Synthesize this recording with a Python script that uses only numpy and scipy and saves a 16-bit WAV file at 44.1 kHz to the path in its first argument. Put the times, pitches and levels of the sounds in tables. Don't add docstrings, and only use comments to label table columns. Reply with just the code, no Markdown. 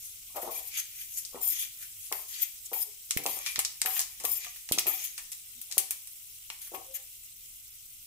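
import sys
import numpy as np
from scipy import signal
from scipy.fft import rfft, irfft, next_fast_len
from scipy.io import wavfile
from scipy.ndimage import uniform_filter1d

SR = 44100
rng = np.random.default_rng(int(sys.argv[2]) if len(sys.argv) > 2 else 0)


def generate_wav(sig):
    pcm = np.round(np.clip(np.atleast_2d(sig).T, -1, 1) * 32767).astype(np.int16)
    wavfile.write(sys.argv[1], SR, pcm)


N = 355446

# (start_s, length_s, rasp_db, shoved_seeds_db,
# swell_db along the stroke, pitch_factor of the modes)
STROKES = [(0.362, 0.0086, -35.5, -44, 1, 1.0), (0.418, 0.014, -38.5, -56.5, 0.5, 0.99),
           (0.446, 0.041, -55, -49.5, -0.5, 1.0), (0.511, 0.088, -39.5, -43.5, 1.5, 1.0),
           (0.628, 0.058, -46, -52.5, 1, 1.0), (1.416, 0.11, -34, -54, 0.5, 1),
           (1.43, 0.008, -37, -44, 0, 1.0), (1.475, 0.0078, -30.5, -64, -2, 0.99),
           (1.526, 0.0077, -35, -67, 2, 1.0), (2.124, 0.1, -41.5, -55, 0.5, 0.99),
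           (2.289, 0.067, -46.5, -55, -7, 1.0), (2.4, 0.028, -45, -60, 0.5, 1.0),
           (2.4205, 0.014, -29, -46, -4, 0.95), (2.733, 0.0055, -34.5, -48, -2, 0.92),
           (2.735, 0.095, -35, -48.5, 5, 0.995), (3.268, 0.112, -35, -47, -4.5, 1.0),
           (3.86, 0.12, -33.5, -57.5, 0, 1.0), (4.249, 0.13, -31.5, -66, 0.5, 1.0),
           (4.871, 0.0059, -30, -52, -1.5, 0.96), (4.872, 0.094, -32, -40.5, -2, 1),
           (4.98, 0.0683, -47, -43.5, -0.5, 0.97), (5.042, 0.0097, -37.5, -46, 1.5, 0.93),
           (6.614, 0.046, -53.5, -47, 0, 0.98), (6.742, 0.015, -44, -52.5, 0, 0.99),
           (6.943, 0.016, -36, -42, 1.5, 0.98)]


def undb(db):
    return 10 ** (np.asarray(db) / 20)


def level(x, db):
    return x * undb(db) / np.sqrt(np.mean(x ** 2))


def sides(db):
    return undb(np.array([[db], [-db]]) / 2)


def colour(x, table):
    hz, db = np.transpose(table)
    size = next_fast_len(N)
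    bins = np.arange(1, size // 2 + 2) * SR / size
    gain = undb(np.interp(np.log(bins), np.log(hz), db, -120, -120))
    return irfft(rfft(x, size) * gain, size)[..., :N]


def band(x, hz, width):
    return signal.lfilter(*signal.iirpeak(min(hz, .4 * SR), hz / width, SR), x)


def highpass(x, order, hz):
    return signal.lfilter(*signal.butter(order, hz, "high", fs=SR), x)


def walk(rate):
    k = int(SR / rate)
    held = np.repeat(rng.standard_normal(N // k + 1), k)
    return 1.3 * uniform_filter1d(uniform_filter1d(held, k), k)[:N]


def grains(rate, spread_db, hiss):
    size = undb(spread_db * np.minimum(rng.exponential(size=N), 4.5))
    clicks = (rng.random(N) < rate / SR) * rng.standard_normal(N) * size
    return level(level(clicks, 0) + hiss * rng.standard_normal(N), 0)


def chirps(rate, spread_db, cycles):
    clicks = grains(rate=rate, spread_db=spread_db, hiss=0)
    pitches = 1500 * 2 ** ((np.arange(40) + rng.random(40)) / 12)
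    shifts = rng.integers(0, N, 40)
    rings = (band(np.roll(clicks, k), f, f / cycles) * np.sqrt(cycles) for f, k in zip(pitches, shifts))
    return level(sum(rings), 0)


def patchy(x, spread_db, rate):
    centres = 500 * 2 ** np.arange(0, 5.1, .5)
    return sum(undb(spread_db * walk(rate)) * band(x, f, f / 3) for f in centres)


def pair(x, other, share):
    return (x + share * other * np.array([[1], [-1]])) / np.sqrt(1 + share ** 2)


def add(out, s, sound, pan_db):
    i = int(s * SR)
    n = min(sound.shape[-1], N - i)
    out[:, i:i + n] += sound[..., :n] * sides(pan_db)


def peak(t, start, length, db, rise_db_s, fall_db_s, swell_db=0):
    along = np.clip((t - start) / max(length, .001), 0, 1)
    rise = rise_db_s * np.maximum(start - t, 0)
    fall = fall_db_s * np.maximum(t - start - length, 0)
    return undb(db + swell_db * along - rise - fall)


def stroke_gain(t, start, length, db, swell_db):
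    return peak(t, start, length, db, 2500, 904.5, swell_db)


def coarse_time():
    return np.arange(0, N, 32) / SR


def every_sample(gain):
    return np.interp(np.arange(N) / SR, coarse_time(), gain)


def hum():
    # (pitch_hz, relative level_db per Hz)
    rumble = [(8.8, -33), (15, -1), (24, -1), (31, -4), (50, 1.5), (60, -3), (70, -17.5), (91, -1.5),
              (154, -13), (265, -23), (350, -22), (421, -33), (600, -34), (780, -64.5), (1320, -120)]
    mid, side = colour(rng.standard_normal((2, N)), rumble)
    return level(mid + 0.2 * side * np.array([[1], [-1]]), -69) * undb(1.7 * walk(4.06))


def hums():
    # (middle_s, level_db, pitch_hz, half_length_s, left_minus_right_db)
    soft_hums = [(2.886, -61, 410, 0.0233, 15), (5.583, -63, 237, 0.034, -0.5),
                 (6.902, -56, 532, 0.05, 10.5), (6.994, -66, 530, 0.035, 4), (7.001, -73, 792, 0.036, -13)]
    out = np.zeros((2, N))
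    for (s, db, hz, half, pan_db), air in zip(soft_hums, rng.standard_normal((len(soft_hums), SR // 2))):
        t = np.arange(-2 * half, 2 * half, 1 / SR)
        waver = level(band(air, hz, 52.0), -10.5)[-len(t):]
        tone = np.sin(2 * np.pi * hz * t) + waver
        add(out, s + t[0], undb(db) * np.exp(-2 * (t / half) ** 2) * tone, pan_db)
    return out


def puffs():
    # (crest_s, peak_db, speed_hz that sets how short the puff is, left_minus_right_db)
    air_puffs = [(3.1663, -32.5, 133, -24.5), (3.5831, -36.5, 300, -15), (4.714, -23, 230, -5)]
    out, t = np.zeros((2, N)), np.arange(-441, 1323) / SR
    for s, db, hz, pan_db in air_puffs:
        push = np.exp(-(10.7 * hz * t) ** 2)
        pull = 0.146 * np.exp(-(2.0 * (hz * t - .45)) ** 2)
        add(out, s + t[0], undb(db) * (push - pull), pan_db)
    return out


def fizz():
    # (time_s, level_db)
    heat = [(0.0, -46.5), (2.5, -46), (3.4, -47), (4.2, -47.5), (5.3, -46.5), (8.06, -49)]
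    # (pitch_hz, relative level_db per Hz)
    bubble_spectrum = [(400, -40), (520, -21.5), (1000, -26), (1320, -17.5), (1740, -24), (2100, -11),
                       (3250, -6), (4300, -10), (7300, -2.5), (12000, -2.5), (15600, 2)]
    heat_db = np.interp(np.arange(N) / SR, *np.transpose(heat))
    both = []
    for side_db in (0.5, -0.5):
        clicks = grains(rate=3000, spread_db=2.0, hiss=1.5)
        clicks = clicks + 0.7 * chirps(rate=110, spread_db=1.4, cycles=50.0)
        both.append(level(patchy(colour(clicks, bubble_spectrum), 2.0, 55), side_db))
    return np.array(both) * undb(heat_db)


def room(x):
    t60_s, tail_db, thin_hz, dull_hz = 0.4, -10, 392, 7700
    t = np.arange(SR // 2) / SR
    tail = rng.standard_normal((2, len(t))) * undb(-60 * t / t60_s) * (t > .0015)
    tail = signal.lfilter(*signal.butter(1, [thin_hz, dull_hz], "band", fs=SR), tail)
    tail = tail / np.sqrt(np.sum(tail ** 2, axis=1, keepdims=True))
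    return undb(tail_db) * signal.fftconvolve(x, tail, axes=1)[:, :N]


def pops():
    # (time_s, peak_db of the crack, centre_hz,
    # body_db and spatter_db against the crack)
    bursts = [(0.367, -27, 12000, -8.5, -15.5), (0.4208, -31, 10500, -12.5, -10.5),
              (0.741, -43, 2400, -7, -25), (0.878, -44, 11000, -34, -26), (1.2504, -23, 7100, -51, -15.5),
              (1.5139, -22, 11900, -41, -21), (1.5754, -38, 3360, -22, -21),
              (1.6137, -28.5, 11000, -31, -16), (1.6254, -27.5, 9000, -28.5, -21),
              (2.0637, -29.5, 9600, -36.5, -13), (2.125, -13, 10240, -7.5, -29),
              (2.284, -33.5, 11200, -32, -7.5), (2.3295, -36, 5000, -11.5, -23),
              (2.34, -32.5, 4430, -29, -7.5), (2.7319, -25, 12300, -7.5, -17),
              (3.1087, -7.5, 7360, -16, -20.5), (3.173, -7, 13000, -13, -24),
              (3.2372, -22.5, 13500, -29, -12), (3.2627, -11.5, 10300, -12, -22.5),
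              (3.3893, -22, 9050, -22, -31), (3.462, -19, 5460, -9, -11.5), (3.559, -15, 4600, -11, -20.5),
              (3.5909, -7.5, 9800, -16.5, -15.5), (3.6495, -11, 5700, -57.5, -17.5),
              (3.8166, -9.5, 6500, -13.5, -21.5), (3.829, -26, 7000, -15, -18),
              (3.8595, -11.5, 11400, -9, -18.5), (3.9076, -32, 2780, -1, -14),
              (3.915, -25, 11500, -30.5, -15), (3.966, -27, 3000, -5, -13), (3.993, -10.5, 7250, -17, -18),
              (3.998, -17, 12000, -27, -10), (4.015, -21, 6300, -24, -12), (4.2, -29, 7600, -15, -10),
              (4.238, -22, 8700, -30, -14), (4.2513, -8, 12100, -15.5, -22.5), (4.446, -27, 11000, -4, -19),
              (4.468, -31.5, 7000, -1.5, -29), (4.561, -31, 12300, -14, -11.5),
              (4.6896, -21, 7180, -12.5, -20), (4.7214, -7.5, 10200, -14, -15),
              (4.784, -12, 6340, -12.5, -16.5), (4.7864, -8, 5950, -12, -32), (4.789, -17, 6840, -11, -33),
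              (4.791, -14, 5540, -21, -36), (4.793, -9.5, 13500, -31.5, -20),
              (4.868, -14.5, 11000, -10.5, -16), (5.1789, -23, 7500, -11, -12.5),
              (5.318, -25.5, 9400, -20.5, -8.5), (5.331, -26, 6960, -24, -26),
              (5.35, -34, 11500, -19, -21.5), (5.6149, -21.5, 12200, -48, -16.5),
              (5.713, -23.5, 6900, -16.5, -12), (5.7243, -18, 6400, -21, -22),
              (5.7801, -3.5, 10470, -21, -16.5), (5.908, -10, 11800, -20.5, -18),
              (6.073, -27.5, 10300, -21.5, -16), (6.501, -24, 6300, -0.5, -25),
              (6.617, -31, 10900, -21, -9.5), (6.67, -33.5, 11700, -20.5, -8), (6.747, -32, 10900, -6, -13),
              (6.949, -41, 11500, -22, -3), (6.961, -39.5, 9000, -7, -6.5)]
    pan_db, pan_scatter_db, body_pitch_scatter = 1.5, 1.5, 0.13
    snap_db, snap_low_hz = -3, 900
    spatter_body_db, spatter_t60_s = 5.5, 0.12
    echo_s, echo_db = 0.0043, -11
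    out, t = np.zeros((2, N)), np.arange(SR // 3) / SR
    click = highpass(1. * (np.arange(len(t)) == 8), 2, snap_low_hz)
    places = rng.standard_normal((len(bursts), 2))
    airs = rng.standard_normal((len(bursts), 4, len(t)))
    for (s, db, hz, body_db, spatter_db), place, air in zip(bursts, places, airs):
        where_db = pan_db + pan_scatter_db * place[0]
        pitch = 1 + body_pitch_scatter * place[1]
        bright = band(band(air[:2], hz, 0.63 * hz), hz, 1.33 * hz)
        bright = level(highpass(bright, 2, 1800.), 0)
        dull = band(band(air[2:], 2289.0 * pitch, 1440.0), 2207.0 * pitch, 3077.0)
        dull = level(dull + 0.29 * band(air[2:], 1150.0 * pitch, 580.0), 0)

        snap = band(click, hz, 1.3 * hz)
        crack = pair(*bright, 1.0) * (1 - np.exp(-t / 0.00013)) * np.exp(-t / 0.0008)
        body = pair(*dull, 0.55) * t * np.exp(-t / 0.00094)
        burst = undb(snap_db) * snap / np.abs(snap).max() + crack / np.abs(crack).max()
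        burst = burst + undb(body_db) * body / np.abs(body).max()

        drops = undb(5.6 * uniform_filter1d(air[0, ::-1], 60))
        fade = undb(spatter_db - 60 * t / spatter_t60_s) * (1 - np.exp(-t / 0.0012))
        spatter = drops * (bright + undb(body_db + spatter_body_db) * dull) * fade
        add(out, s, undb(db) * (burst + spatter), where_db)
        for turn in (1, 2):
            add(out, s + turn * echo_s, undb(db + turn * echo_db) * burst[::-1], where_db)
    return out


def knocks():
    # (time_s, blow_peak_db, rebound_db against the blow, rattle_db,
    # centre_hz, focus_db lost an octave away, rattle_t60_s)
    bumps = [(0.293, -68.5, -19, -70, 1020, 30.5, 0.26), (0.344, -58, -20, -53.5, 738, 3, 0.26),
             (0.359, -31.5, -12, -41, 696, 19, 0.17), (0.367, -38, -14, -52, 1000, 6, 0.08),
             (0.379, -37.5, -9, -52, 720, 6, 0.2), (0.431, -30, -17, -45.5, 490, 31, 0.35),
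             (0.445, -40, -18, -47, 622, 32, 0.12), (0.4623, -47, -13, -47, 563, 8.5, 0.115),
             (0.475, -32, -16, -44, 690, 18, 0.12), (0.516, -50, -7, -58, 450, 16, 0.2),
             (0.584, -54, -11, -58.5, 850, 12, 0.164), (1.325, -59.5, -9.5, -60, 899, 5.5, 0.205),
             (1.345, -35, -8, -48, 397, 9, 0.18), (1.352, -42, -9, -53, 1100, 2, 0.08),
             (1.357, -38, -11, -52, 400, 24, 0.09), (1.366, -44, -5, -55, 1000, 25, 0.078),
             (1.396, -50, -9, -59, 800, 9, 0.1), (1.427, -54, -6, -64, 1050, 25, 0.08),
             (1.459, -55.5, -10, -62, 1010, 36.5, 0.156), (2.116, -30, -0.5, -41.5, 798, 10, 0.24),
             (2.717, -35.5, 2, -46.5, 661, 18, 0.28), (3.1647, -55, 8, -52.5, 170, 4.5, 0.59),
             (3.256, -24.5, -9, -44, 650, 18, 0.2), (3.2635, -26, -14, -47.5, 860, 20, 0.15),
             (3.3701, -38, -13, -55, 744, 14, 0.2), (3.591, -29, -19, -60, 1110, 7, 0.05),
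             (3.851, -33, -21, -50.5, 810, 12, 0.31), (3.985, -44, -6, -51.5, 854, 32, 0.07),
             (4.198, -57, -9.5, -58, 760, -1, 0.67), (4.243, -30, -4.5, -46, 680, 9, 0.2),
             (4.4652, -43, -9, -60, 1200, 14, 0.08), (4.713, -48, 11, -49.5, 190, 9, 0.37),
             (4.777, -30, -1, -50, 600, 2, 0.07), (4.859, -32, -3.5, -45, 770, 1.5, 0.25),
             (5.695, -74, -10.5, -70, 760, 24.5, 0.98), (5.772, -31.5, -8, -52, 596, 5, 0.223),
             (6.499, -49.5, -14, -65.5, 1160, 15, 0.24), (6.718, -42, -13, -52.5, 433, 27, 0.2),
             (6.727, -52, -14, -56, 960, 26, 0.18), (6.738, -35.5, -13, -49, 510, 20, 0.15),
             (6.746, -34, -21, -52.5, 1120, 19, 0.1), (6.777, -43, -9, -56.5, 540, 14, 0.12),
             (6.797, -52, -9, -62, 1150, 28, 0.12), (6.807, -53, -4, -64, 420, 32, 0.1)]
    # (pitch_hz, width_hz, relative level_db)
    plate_modes = [(162, 74, -14), (241, 120, -12), (295.5, 62, -8.5), (377.6, 63, -5.5), (459, 66, -6),
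                   (519, 61, -5.5), (614, 120, -5.5), (662, 77, -7), (757, 38, -1), (871, 72, -3),
                   (974, 34, -8.5), (1102, 50, -3.5), (1222, 31, -8), (1860, 110, -3), (2380, 120, -1)]
    detune, flicker_db = 0.024, 4
    rebound_s, blow_damping, pan_db = 0.0085, 1.46, 4.5
    out, t = np.zeros((2, N)), np.arange(SR // 3) / SR
    touch = np.exp(-((t[:SR // 10] - .0004) / .0002) ** 2)
    shares = rng.standard_normal((len(bumps), len(plate_modes)))
    shakes = rng.standard_normal((len(bumps), 3, len(t)))
    shifts = rng.standard_normal((len(bumps), len(plate_modes)))
    flicker = [undb(flicker_db * walk(45)) for _ in plate_modes]
    for bump, share, shake, shift in zip(bumps, shares, shakes, shifts):
        s, blow_db, rebound_db, rattle_db, hz, focus_db, t60 = bump
        modes = [(f * (1 + detune * c), w) for (f, w, _), c in zip(plate_modes, shift)]
        gains = []
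        for (f, w, db), c in zip(plate_modes, share):
            lost_db = max(focus_db, 0) * np.log2(f / hz) ** 2
            gains.append(undb(db + 1.26 * c - lost_db) / np.sqrt(w))

        lumpy = undb(25.0 * uniform_filter1d(shake[2], 110))
        fade = undb(-60 * t / max(t60, .02)) * (1 - np.exp(-t / 0.00106))
        rattle = pair(*shake[:2], 0.38) * lumpy * fade
        now = slice(int(s * SR), int(s * SR) + len(t))
        ring = sum(g * u[now] * band(band(rattle, f, w), f, 3.2 * w)
                   for (f, w), g, u in zip(modes, gains, flicker))
        ring = ring * undb(rattle_db) / np.sqrt(np.mean(ring[:, :600] ** 2))

        blow = sum(g * band(band(touch, f, blow_damping * w), f, 0.69 * f)
                   for (f, w), g in zip(modes, gains))
        blow = undb(blow_db) * blow / np.abs(blow).max()
        add(out, s, ring, pan_db)
        add(out, s, blow, pan_db)
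        add(out, s + rebound_s, undb(rebound_db) * blow, pan_db)
    return out


def rasp(stutter):
    # (pitch_hz, width_hz, relative level_db,
    # follow: share of the pitch change it follows, 0 to 1, no unit)
    high_modes = [(5160, 140, -19.5, 1), (6250, 130, -24, 0), (7245, 75, -11.5, 1), (9000, 171, -7.5, 1),
                  (10000, 120, -9.5, 0.96), (11440, 93, -3.5, 0), (11850, 220, 0, 0), (13150, 130, -1.5, 0),
                  (14200, 170, 0, 0), (14350, 100, -6.5, 0), (14700, 220, -2.5, 0)]
    out, t = np.zeros((2, N)), np.arange(N) / SR
    swings = [undb(db + 3.3 * walk(70) + 2.3 * walk(20)) for _, _, db, _ in high_modes]
    for s, length, db, _, swell_db, pitch in STROKES:
        i = slice(int((s - .04) * SR), int((s + length + .15) * SR))
        ring = 0
        for (f, w, _, follow), swing in zip(high_modes, swings):
            hz = f * pitch ** follow
            ring = ring + swing[i] * band(band(stutter[:, i], hz, w), hz, 4 * w) / np.sqrt(w)
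        out[:, i] += level(ring, 0) * stroke_gain(t[i], s, length, db, swell_db)
    return out


def scrapes():
    grit_db, grit_hz, pan_db = -12, 8600, 8
    t = coarse_time()
    drag = sum(stroke_gain(t, s, length, db, swell_db) for s, length, db, _, swell_db, _ in STROKES)
    left, right = (grains(rate=3300, spread_db=1.52, hiss=1.0) for _ in range(2))
    stutter = pair(left, right, 0.96)
    grit = highpass(patchy(stutter[::-1], 3.0, 30), 4, grit_hz)
    scrape = rasp(stutter) + level(grit, grit_db) * every_sample(drag)
    return undb(np.array([[pan_db], [-pan_db]]) / 2) * scrape * undb(1.76 * walk(80))


def showers():
    # (crest_s, crest_db before rounding, swell_s to climb 20 dB,
    # treble_db against the rest, favoured_hz, lift_db at that pitch)
    heap_table = [(0.061, -55, 0.3, 11, 7040, 8), (0.755, -40, 0.07, -12, 2400, 9.5),
                  (0.778, -34, 0.04, -2.5, 6000, 2), (0.798, -31, 0.05, 1.5, 3500, 5),
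                  (1.015, -40, 0.13, 2.5, 2100, 3), (1.186, -45, 0.14, 10.5, 7040, -3),
                  (1.578, -40, 0.18, -4, 3440, 7), (1.622, -35, 0.0851, 8, 3300, 8),
                  (1.65, -53, 0.1, -7, 2620, 6), (1.832, -42.5, 0.06, 4.5, 1404, 16),
                  (2.05, -51.5, 0.17, 8, 2400, 1), (2.345, -51, 0.05, 1, 4430, 8),
                  (2.39, -44, 0.1724, 1, 6130, 2), (2.431, -35, 0.09, -5, 7000, 3.5),
                  (2.665, -46.5, 0.02, 13.5, 6000, -6), (3.49, -37.5, 0.28, -1, 2400, 2),
                  (3.97, -39, 0.03, -4.5, 2800, 7), (4.004, -35, 0.13, 4, 6150, -1.5),
                  (4.43, -41.5, 0.43, -6, 2540, 1), (5.049, -44, 0.36, 1, 6400, 2.5)]
    # (pitch_hz, relative level_db per Hz)
    seed_spectrum = [(410, -66.5), (700, -30), (1970, -5), (2430, -4), (4260, -7.5), (6070, -3), (8100, -6),
                     (11700, -2.5), (14800, -1.5), (16000, -28)]
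    # (pitch_hz, width_hz, relative level_db)
    pan_modes = [(2400, 126, -4), (3340, 390, -6), (4690, 190, -6.5), (6370, 209, -1.5), (6960, 320, -2.5),
                 (9000, 300, -8), (9900, 380, -3), (11600, 250, -1.5), (13730, 440, -5)]
    fall_share, crest_s = 0.506, 0.0083
    pan_ring_db, treble_hz, pan_db = -2.5, 5350, 3
    t = coarse_time()
    heaps = []
    for s, db, swell_s, *_ in heap_table:
        heap = peak(t, s, 0, db, 20 / swell_s, 20 / (swell_s * fall_share))
        heaps.append(uniform_filter1d(heap, int(crest_s / t[1])))
    shove = sum(stroke_gain(t, s, length, db, swell_db) for s, length, _, db, swell_db, _ in STROKES)

    both = []
    for _ in range(2):
        clicks = grains(rate=3000, spread_db=1.6, hiss=0.7)
        clicks = clicks + 0.8 * chirps(rate=150, spread_db=1.4, cycles=40.0)
        both.append(colour(clicks, seed_spectrum))
    patter = pair(*both, 1.0)
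    ring = sum(undb(db + 4.0 * walk(30)) * band(patter, f, w) for f, w, db in pan_modes)
    seeds = level(patchy(patter, 2.8, 40), 0) + level(ring, pan_ring_db)
    seeds = level(seeds, 0) * undb(1.4 * walk(80))

    treble = highpass(seeds, 2, treble_hz)
    treble_gain = sum((undb(row[3]) - 1) * heap for row, heap in zip(heap_table, heaps))
    rain = every_sample(sum(heaps) + shove) * seeds + every_sample(treble_gain) * treble
    for (s, _, swell_s, _, hz, lift_db), heap in zip(heap_table, heaps):
        i = slice(int(max(s - 2 * swell_s, 0) * SR), int((s + 2 * swell_s) * SR))
        rain[:, i] += (undb(lift_db) - 1) * every_sample(heap)[i] * band(seeds[:, i], hz, 0.196 * hz)
    return sides(pan_db) * rain


def scene():
    left_lag_samples, dip_hz, dip_width_hz, dip_share = 4, 1576, 190, 0.44
    near = showers() + scrapes() + pops() + knocks() + hums()
    near = near - dip_share * band(near, dip_hz, dip_width_hz)
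    near = np.array([np.roll(near[0], left_lag_samples), near[1]])
    return near + room(near) + puffs() + fizz() + hum()


def record(dry):
    return signal.sosfilt(signal.ellip(10, .3, 70, 15600, fs=SR, output="sos"), dry)


dry = scene()
out = record(dry)
generate_wav(out)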